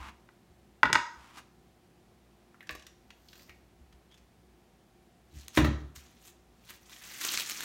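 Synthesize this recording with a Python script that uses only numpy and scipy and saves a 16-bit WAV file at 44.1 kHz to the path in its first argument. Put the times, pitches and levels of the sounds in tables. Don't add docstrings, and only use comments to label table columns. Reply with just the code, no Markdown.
import sys
import numpy as np
from scipy import signal
from scipy.fft import rfft, irfft, next_fast_len
from scipy.io import wavfile
from scipy.ndimage import uniform_filter1d

SR = 44100
rng = np.random.default_rng(int(sys.argv[2]) if len(sys.argv) > 2 else 0)


def store_wav(level_fs):
    pcm = np.round(np.clip(np.atleast_2d(level_fs), -1, 1) * 32767)
    wavfile.write(sys.argv[1], SR, pcm.T.astype(np.int16))


N = 336915
T = np.arange(N) / SR
ONE_SECOND = T[:SR]


def knife(crack_t60=0.023, thud_t60=0.18, load_s=0.0018, held_db=-30, free_db=-13, room_db=-11):
    # t/s, level/dB, low cut/Hz, high cut/Hz, ring length/factor, relative table thud/dB
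    contacts = [(0.2882, -56.5, 1800, 2000, 0.99, -30), (0.831, -12.5, 600, 2000, 0.88, -20),
                (0.8539, -26.5, 900, 2607, 1.9, -11), (0.9004, -36, 1000, 2030, 0.45, -1.5),
                (0.9284, -20.5, 3726, 6710, 1, -15), (0.9462, -28, 897, 2600, 0.38, -27),
                (.9530, -21, 1300, 2600, 0.69, -30), (0.9562, -18.5, 1200, 2600, 0.43, -28.5)]
    # f/Hz, level/dB, t60/s (time to fade by 60 dB)
    board_tones = [(310, -21, 0.043), (600, -26.5, .07), (880, -11, .035), (1039, -9, 0.033),
                   (1265, -14.5, 0.027), (1470, 1.5, 0.019), (1760, -15, .02), (1957, -2.5, 0.022),
                   (2305, -10.5, .02), (2750, -1.5, 0.0081), (3530, -4.5, .009), (4190, -4, .007),
                   (4950, -4, .007), (5700, -5.5, .006), (6430, -6.5, 0.0088)]
    # f/Hz, level/dB, t60/s
    blade_tones = [(922, -9, .35), (953.3, 1.5, 0.47), (1027, -5.5, .4), (1270, -7, 0.43), (1254, -9.5, .3),
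                   (1509, -13, .3), (1561, -14.5, 0.37), (1700, -12.5, 0.29), (1850, -9.5, 0.25),
                   (2120, -14, .35)]
    near, to_room = np.zeros(N), np.zeros(N)
    blade = unit_attack(ring(blade_tones))
    for start, db, low_hz, high_hz, length, thud_db in contacts:
        blade_db = free_db if start == contacts[-1][0] else held_db
        crack = cut(cut(noise(SR), 800, "high"), 7000, "low", order=1)
        crack *= undb(-2) * fade(crack_t60 * length)
        knock = ring(board_tones, length) + crack
        knock = cut(cut(knock, low_hz, "high", order=1), high_hz, "low")
        knock = unit_attack(knock * swell(load_s))
        knock += undb(-32.5) * fade(0.042) * noise(SR)
        rumble = cut(cut(noise(SR), 340, "low", order=3), 93, "high")
        thud = unit(rumble) * fade(thud_t60)
        add(near, start, undb(db) * (knock + undb(thud_db) * thud + undb(blade_db) * blade))
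        add(to_room, start, undb(db + room_db) * knock)
    return near, to_room


def scrapes():
    # full speed at t/s, level/dB, rise/s, hold/s, fall/s, treble lift/dB
    slides = [(0.0, -48, .01, 0.099, 0.018, 1.5), (1.219, -58, 0.17, 0.079, .08, 7),
              (1.37, -51, 0.043, 0.019, 0.034, 10.5)]
    # f/Hz, level/dB
    wood_colour = [(100, -6), (200, -1.5), (350, -4.5), (550, -14), (820, 0.5), (1100, 5), (1450, 0),
                   (1800, -4), (2600, -5), (5000, -18), (9000, -25.5), (15000, -35)]
    rub = unit(colour(clicks(per_second=4400, spread_db=3), wood_colour))
    return sum(undb(db) * stroke(at, rise, hold, fall) * brighten(rub, treble_db, corner_hz=4300)
               for at, db, rise, hold, fall, treble_db in slides)


def cabbage(crunch_t60=0.08, crunch_db_per_octave=6.5):
    # t/s, thud level/dB, high cut/Hz
    pushes = [(5.328, -48.5, 60), (5.3544, -43, 55), (5.5731, -17.5, 1000), (5.589, -26.5, 600),
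              (5.605, -25, 240), (5.619, -24, 200), (5.6455, -28.5, 1330), (5.671, -24, 140),
              (5.727, -36, 65), (5.803, -44.5, 180), (5.829, -43.5, 65), (5.88, -51.5, 200),
              (5.96, -50.5, 55.5)]
    # f/Hz, level/dB, t60/s
    table_tones = [(68.7, -6, 0.25), (100.3, -9, 0.13), (140, -8, 0.18), (198, -8.5, 0.051),
                   (221.6, -15.5, 0.2), (299, 7.5, 0.033), (368, 8, 0.014), (578, -2, 0.03),
                   (649, -9, 0.03)]
    # f/Hz, level/dB
    leaf_colour = [(350, -29), (600, -4), (780, -5), (900, -4), (1250, -1), (1600, -5), (1900, -2.5),
                   (2600, -10.5), (3200, -12.5), (3700, -11), (5000, -23), (6400, -22.5), (8000, -31.5),
                   (10500, -31), (15500, -29)]
    out = np.zeros(N)
    for start, thud_db, push_hz in pushes:
        thud = cut(cut(ring(table_tones), push_hz, "low"), 57, "high")
        loudest = np.sqrt(np.max(uniform_filter1d(thud ** 2, size=SR // 100)))
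        add(out, start, undb(thud_db) * thud / loudest)
        crunch = unit_attack(colour(noise(SR), leaf_colour) * fade(crunch_t60))
        crunch_db = thud_db - 4 + crunch_db_per_octave * np.log2(push_hz / 1000)
        add(out, start, undb(crunch_db) * crunch)
    return out


def film(snap_t60=0.01):
    # f/Hz, level/dB
    film_colour = [(100, -32), (220, -13), (340, -9), (450, -17), (720, -15.5), (1200, -7), (2000, -3.5),
                   (2600, -4), (3800, -3.5), (5000, -6.5), (6400, -5), (10400, -15.5), (13700, -12.5),
                   (15800, -16.5)]
    # t/s, level/dB
    pull = [(6.81, -72), (6.922, -53.5), (7.018, -56), (7.03, -49.5), (7.204, -45.5), (7.212, -36.5),
            (7.408, -36.5), (7.448, -45.5), (7.518, -35.5), (7.534, -45.5), (7.64, -41)]
    # full speed at t/s, level/dB, rise/s, hold/s, fall/s, treble change/dB
    touches = [(5.363, -59, 0.073, 0.056, .11, 1), (5.562, -38, 0.025, 0.023, 0.029, -1),
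               (5.957, -54, 0.0093, 0.0078, 0.049, 6.5), (5.997, -63, 0.038, 0.059, 0.27, -2),
               (6.255, -58, 0.051, 0.033, 0.037, 8.5), (6.702, -46, .02, 0.0046, 0.015, -3.5),
               (6.709, -57, 0.14, 0.05, .05, 1.5)]
    # t/s, level/dB, treble change/dB
    snaps = [(5.482, -44, 7.5), (7.2123, -45, -9), (7.25, -35, 6), (7.344, -38, -12), (7.3745, -30.5, -21),
             (7.3985, -37.5, -20), (7.4971, -38, 5), (7.6066, -39, -5)]
    crinkle = unit(colour(small_folds(), film_colour))
    pull_db = np.interp(T, *np.transpose(pull), left=-150, right=-150)
    out = undb(pull_db) * brighten(crinkle, db=2)
    for at, db, rise, hold, fall, treble_db in touches:
        out += undb(db) * stroke(at, rise, hold, fall) * brighten(crinkle, treble_db)
    for start, db, treble_db in snaps:
        snap = brighten(colour(noise(SR), film_colour), treble_db) * fade(snap_t60)
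        add(out, start, undb(db) * unit_attack(snap))
    return out


def small_folds(hiss_db=-7, bunch_db=1.14, bunch_hz=55, flicker_db=3, flicker_hz=35):
    crackle = unit(unit(clicks(per_second=2600, spread_db=3)) + undb(hiss_db) * noise(N))
    crackle *= undb(bunch_db * wander(bunch_hz))
    bands_hz = np.geomspace(700, 16000, 10)
    size = next_fast_len(N, True)
    spectrum, out = rfft(crackle, size), np.zeros(N)
    freqs = np.linspace(0, SR / 2, len(spectrum))
    for share in np.eye(len(bands_hz)):
        band = irfft(spectrum * np.interp(freqs, bands_hz, share), size)[:N]
        out += band * undb(flicker_db * wander(flicker_hz))
    return out


def scraps(pat_t60=0.037, splash_db=-28):
    # t/s, level/dB, centre f/Hz, width/octaves
    pieces = [(2.5448, -58.5, 1370, 0.38), (2.6070, -50.5, 2200, 0.46), (2.6280, -55, 1720, 0.11),
              (2.6924, -36.5, 2310, 0.69), (2.7079, -42.5, 1740, 0.095), (2.7508, -49.5, 1500, 2.1),
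              (2.795, -59.5, 2800, 0.44), (2.8668, -52, 3410, 1.03), (3.1047, -52, 2420, 0.83),
              (3.2863, -56, 3900, 0.39), (3.3299, -55.5, 3120, 0.65), (3.495, -53, 2270, 0.67),
              (3.926, -63.5, 2600, 1), (4.143, -63, 3500, .85)]
    # f/Hz, level/dB
    liner_colour = [(1000, 7), (3200, 3), (4500, 1.5), (6500, 4), (9500, -1.5), (13000, 3.5), (16000, 2)]
    # t/s, level/dB
    lumps = [(2.696, -45), (2.75, -50)]
    # f/Hz, level/dB, t60/s
    bin_tones = [(138, -6, 0.2), (320, 5, 0.045), (488, 0, 0.11), (623, -1, 0.13), (756, -7, .1),
                 (1025, -2, 0.14), (1145, 9.5, 0.051)]
    out, octave = np.zeros(N), np.log2(np.arange(SR // 2 + 1) + 1)
    for start, db, hz, width in list(pieces) + crumbs():
        distance = (octave - np.log2(hz)) / width
        hump = np.exp(-distance ** 2 / 2) + undb(splash_db)
        pat = colour(irfft(rfft(noise(SR)) * hump), liner_colour)
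        add(out, start, undb(db) * unit_attack(pat * fade(pat_t60)))
    for start, db in lumps:
        add(out, start, undb(db) * unit_attack(ring(bin_tones)))
    return out


def crumbs(gap_s=0.03, centre_hz=3000, scatter_octaves=0.25, width_octaves=1):
    # start/s, end/s, level/dB
    trickles = [(2.66, 2.86, -58.5), (3.309, 3.37, -60), (4.089, 4.19, -67)]
    pieces = []
    for start, end, db in trickles:
        for slot in np.arange(start, end, gap_s):
            lands = slot + gap_s * rng.random()
            hz = centre_hz * 2 ** (scatter_octaves * rng.standard_normal())
            pieces.append((lands, db, hz, width_octaves))
    return pieces


def fingers(rub_db=-62.5):
    # full speed at t/s, rise/s, hold/s, fall/s
    movement = (3.38, .3, .05, .16)
    # f/Hz, level/dB
    skin_colour = [(1200, -4), (2300, -9), (3700, -4), (5300, -5), (7000, -5), (9000, -12.5), (11000, -15),
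                   (13400, -3), (15200, -9.5), (15800, -9)]
    # middle t/s, level/dB, starting f/Hz, climb/Hz, length/s, pitch wobble/fraction
    squeaks = [(3.391, -65.5, 3210, 2570, 0.22, 0.08), (3.508, -56, 2084, 100, 0.06, 0.11),
               (4.131, -61.5, 3140, 446, 0.064, 0.04)]
    rub = unit(colour(clicks(per_second=3200, spread_db=4.5), skin_colour))
    out = undb(rub_db) * stroke(*movement) * rub
    for middle, db, hz, climb_hz, length, wobble in squeaks:
        progress = np.linspace(0, 1, int(length * SR))
        slip = 1 + wobble * wander(592, SR)[:len(progress)]
        pitch_hz = (hz + climb_hz * progress) * slip
        squeak = np.sin(np.pi * progress) * np.sin(2 * np.pi * np.cumsum(pitch_hz) / SR)
        add(out, middle - length / 2, undb(db) * squeak)
    return out


def low_thumps(boom_hz=66, boom_t60=0.24):
    # t/s, level/dB
    bumps = [(0.0, -39.5), (.06, -48), (0.501, -51.5), (.86, -40), (.94, -43.5), (1.171, -51), (2.715, -45),
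             (2.767, -47.5), (3.489, -50.5), (3.807, -46), (3.938, -51.5)]
    out = np.zeros(N)
    boom = cut(np.sin(2 * np.pi * boom_hz * ONE_SECOND) * fade(boom_t60), 160, "low")
    for start, db in bumps:
        add(out, start, undb(db) * boom)
    return out


def room(build_s=0.0036):
    # f/Hz, t60/s
    ring_times = [(100, 0.29), (400, 0.46), (1200, 0.46), (2500, 0.37), (4500, .45), (6500, 0.48),
                  (9000, .28), (15000, 0.11)]
    # delay/s, level/dB
    echoes = [(.0095, -6), (0.0226, -9.5), (0.0311, -11.5)]
    hz, t60s = np.transpose(ring_times)
    spectrum, log_freqs = rfft(noise(SR)), np.log(np.arange(SR // 2 + 1) + 1)
    tail = sum(irfft(spectrum * np.interp(log_freqs, np.log(hz), share)) * fade(t60)
               for share, t60 in zip(np.eye(len(hz)), t60s))
    tail = unit(tail * swell(build_s)) / np.sqrt(SR)
    for delay, db in echoes:
        add(tail, delay, undb(db) * np.hanning(5) / 2)
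    return tail


def air_and_fridge(air_db=-64, waver=0.3):
    # f/Hz, level/dB
    air_colour = [(15, -58.5), (25, -32), (48, -3.5), (68, -5), (82, -9.5), (102, -5), (241, -6.5),
                  (269, -11.5), (352, -6), (437, -12.5), (486, -13.5), (769, -15.5), (1360, -21.5),
                  (1930, -22.5), (15800, -37)]
    # f/Hz, level/dB
    hum_tones = [(59.2, -69.5), (118.5, -80.5), (172.3, -77.5), (204.6, -77), (242.2, -79), (354.5, -75),
                 (705.2, -81.5), (764.4, -79.5)]
    out = undb(air_db) * unit(colour(noise(N), air_colour))
    for hz, db in hum_tones:
        drift = wander(3)
        out += undb(db) * np.sqrt(2) * (1 + waver * drift) * np.sin(2 * np.pi * hz * T + drift)
    return out


def undb(db):
    return 10 ** (np.asarray(db) / 20)


def unit(x):
    return x / np.sqrt(np.mean(x ** 2))


def unit_attack(x):
    return x / np.sqrt(np.mean(x[:SR // 100] ** 2))


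def noise(samples):
    return rng.standard_normal(samples)


def wander(hz, samples=N):
    return unit(cut(noise(samples), hz, "low"))


def clicks(per_second, spread_db):
    hits = rng.random(N) < per_second / SR
    signs = rng.choice([-1, 1], N)
    return hits * signs * undb(spread_db * np.minimum(rng.exponential(size=N), 4))


def ring(tones, length=1):
    return sum((-1) ** k * undb(db) * fade(t60 * length) * np.sin(2 * np.pi * hz * ONE_SECOND)
               for k, (hz, db, t60) in enumerate(tones))


def swell(seconds):
    return 1 - np.exp(-ONE_SECOND / seconds)


def fade(t60):
    return np.exp(-np.log(1000) * ONE_SECOND / t60)


def stroke(at, rise, hold, fall, depth_db=20.5):
    early, late = np.maximum(at - T, 0), np.maximum(T - at - hold, 0)
    return undb(-depth_db * (early / rise + late / fall))


def add(out, seconds, x):
    start = max(int(seconds * SR), 0)
    out[start:start + len(x)] += x[:N - start]


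def colour(x, points):
    hz, db = np.transpose(points)
    size = next_fast_len(len(x), True)
    freqs = np.fft.rfftfreq(size, 1 / SR) + 1
    gain = undb(np.interp(np.log(freqs), np.log(hz), db))
    return irfft(rfft(x, size) * gain, size)[:len(x)]


def cut(x, hz, keep, order=2):
    return signal.sosfilt(signal.butter(order, hz, keep, fs=SR, output="sos"), x)


def brighten(x, db, corner_hz=8000):
    treble = cut(cut(x, corner_hz, "high")[::-1], corner_hz, "high")[::-1]
    return x + (undb(db) - 1) * treble


def scene():
    knocks, to_room = knife()
    rubs, thuds = scrapes(), cabbage()
    at_bin, wrap = scraps() + fingers(), film()
    to_room += undb(-13) * rubs + undb(-7) * cut(thuds, 110, "high")
    to_room += undb(-9) * at_bin + undb(-10.5) * wrap
    near = knocks + rubs + thuds + at_bin + wrap + low_thumps()
    reverb = signal.fftconvolve(to_room, room())[:N]
    return (near + reverb + air_and_fridge())[None]


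def record(dry, bass_hz=38, ceiling=0.94, top_hz=15900):
    rounded = ceiling * np.tanh(cut(dry, bass_hz, "high") / ceiling)
    return signal.sosfilt(signal.ellip(10, 0.2, 70, top_hz, fs=SR, output="sos"), rounded)


dry = scene()
out = record(dry)
store_wav(out)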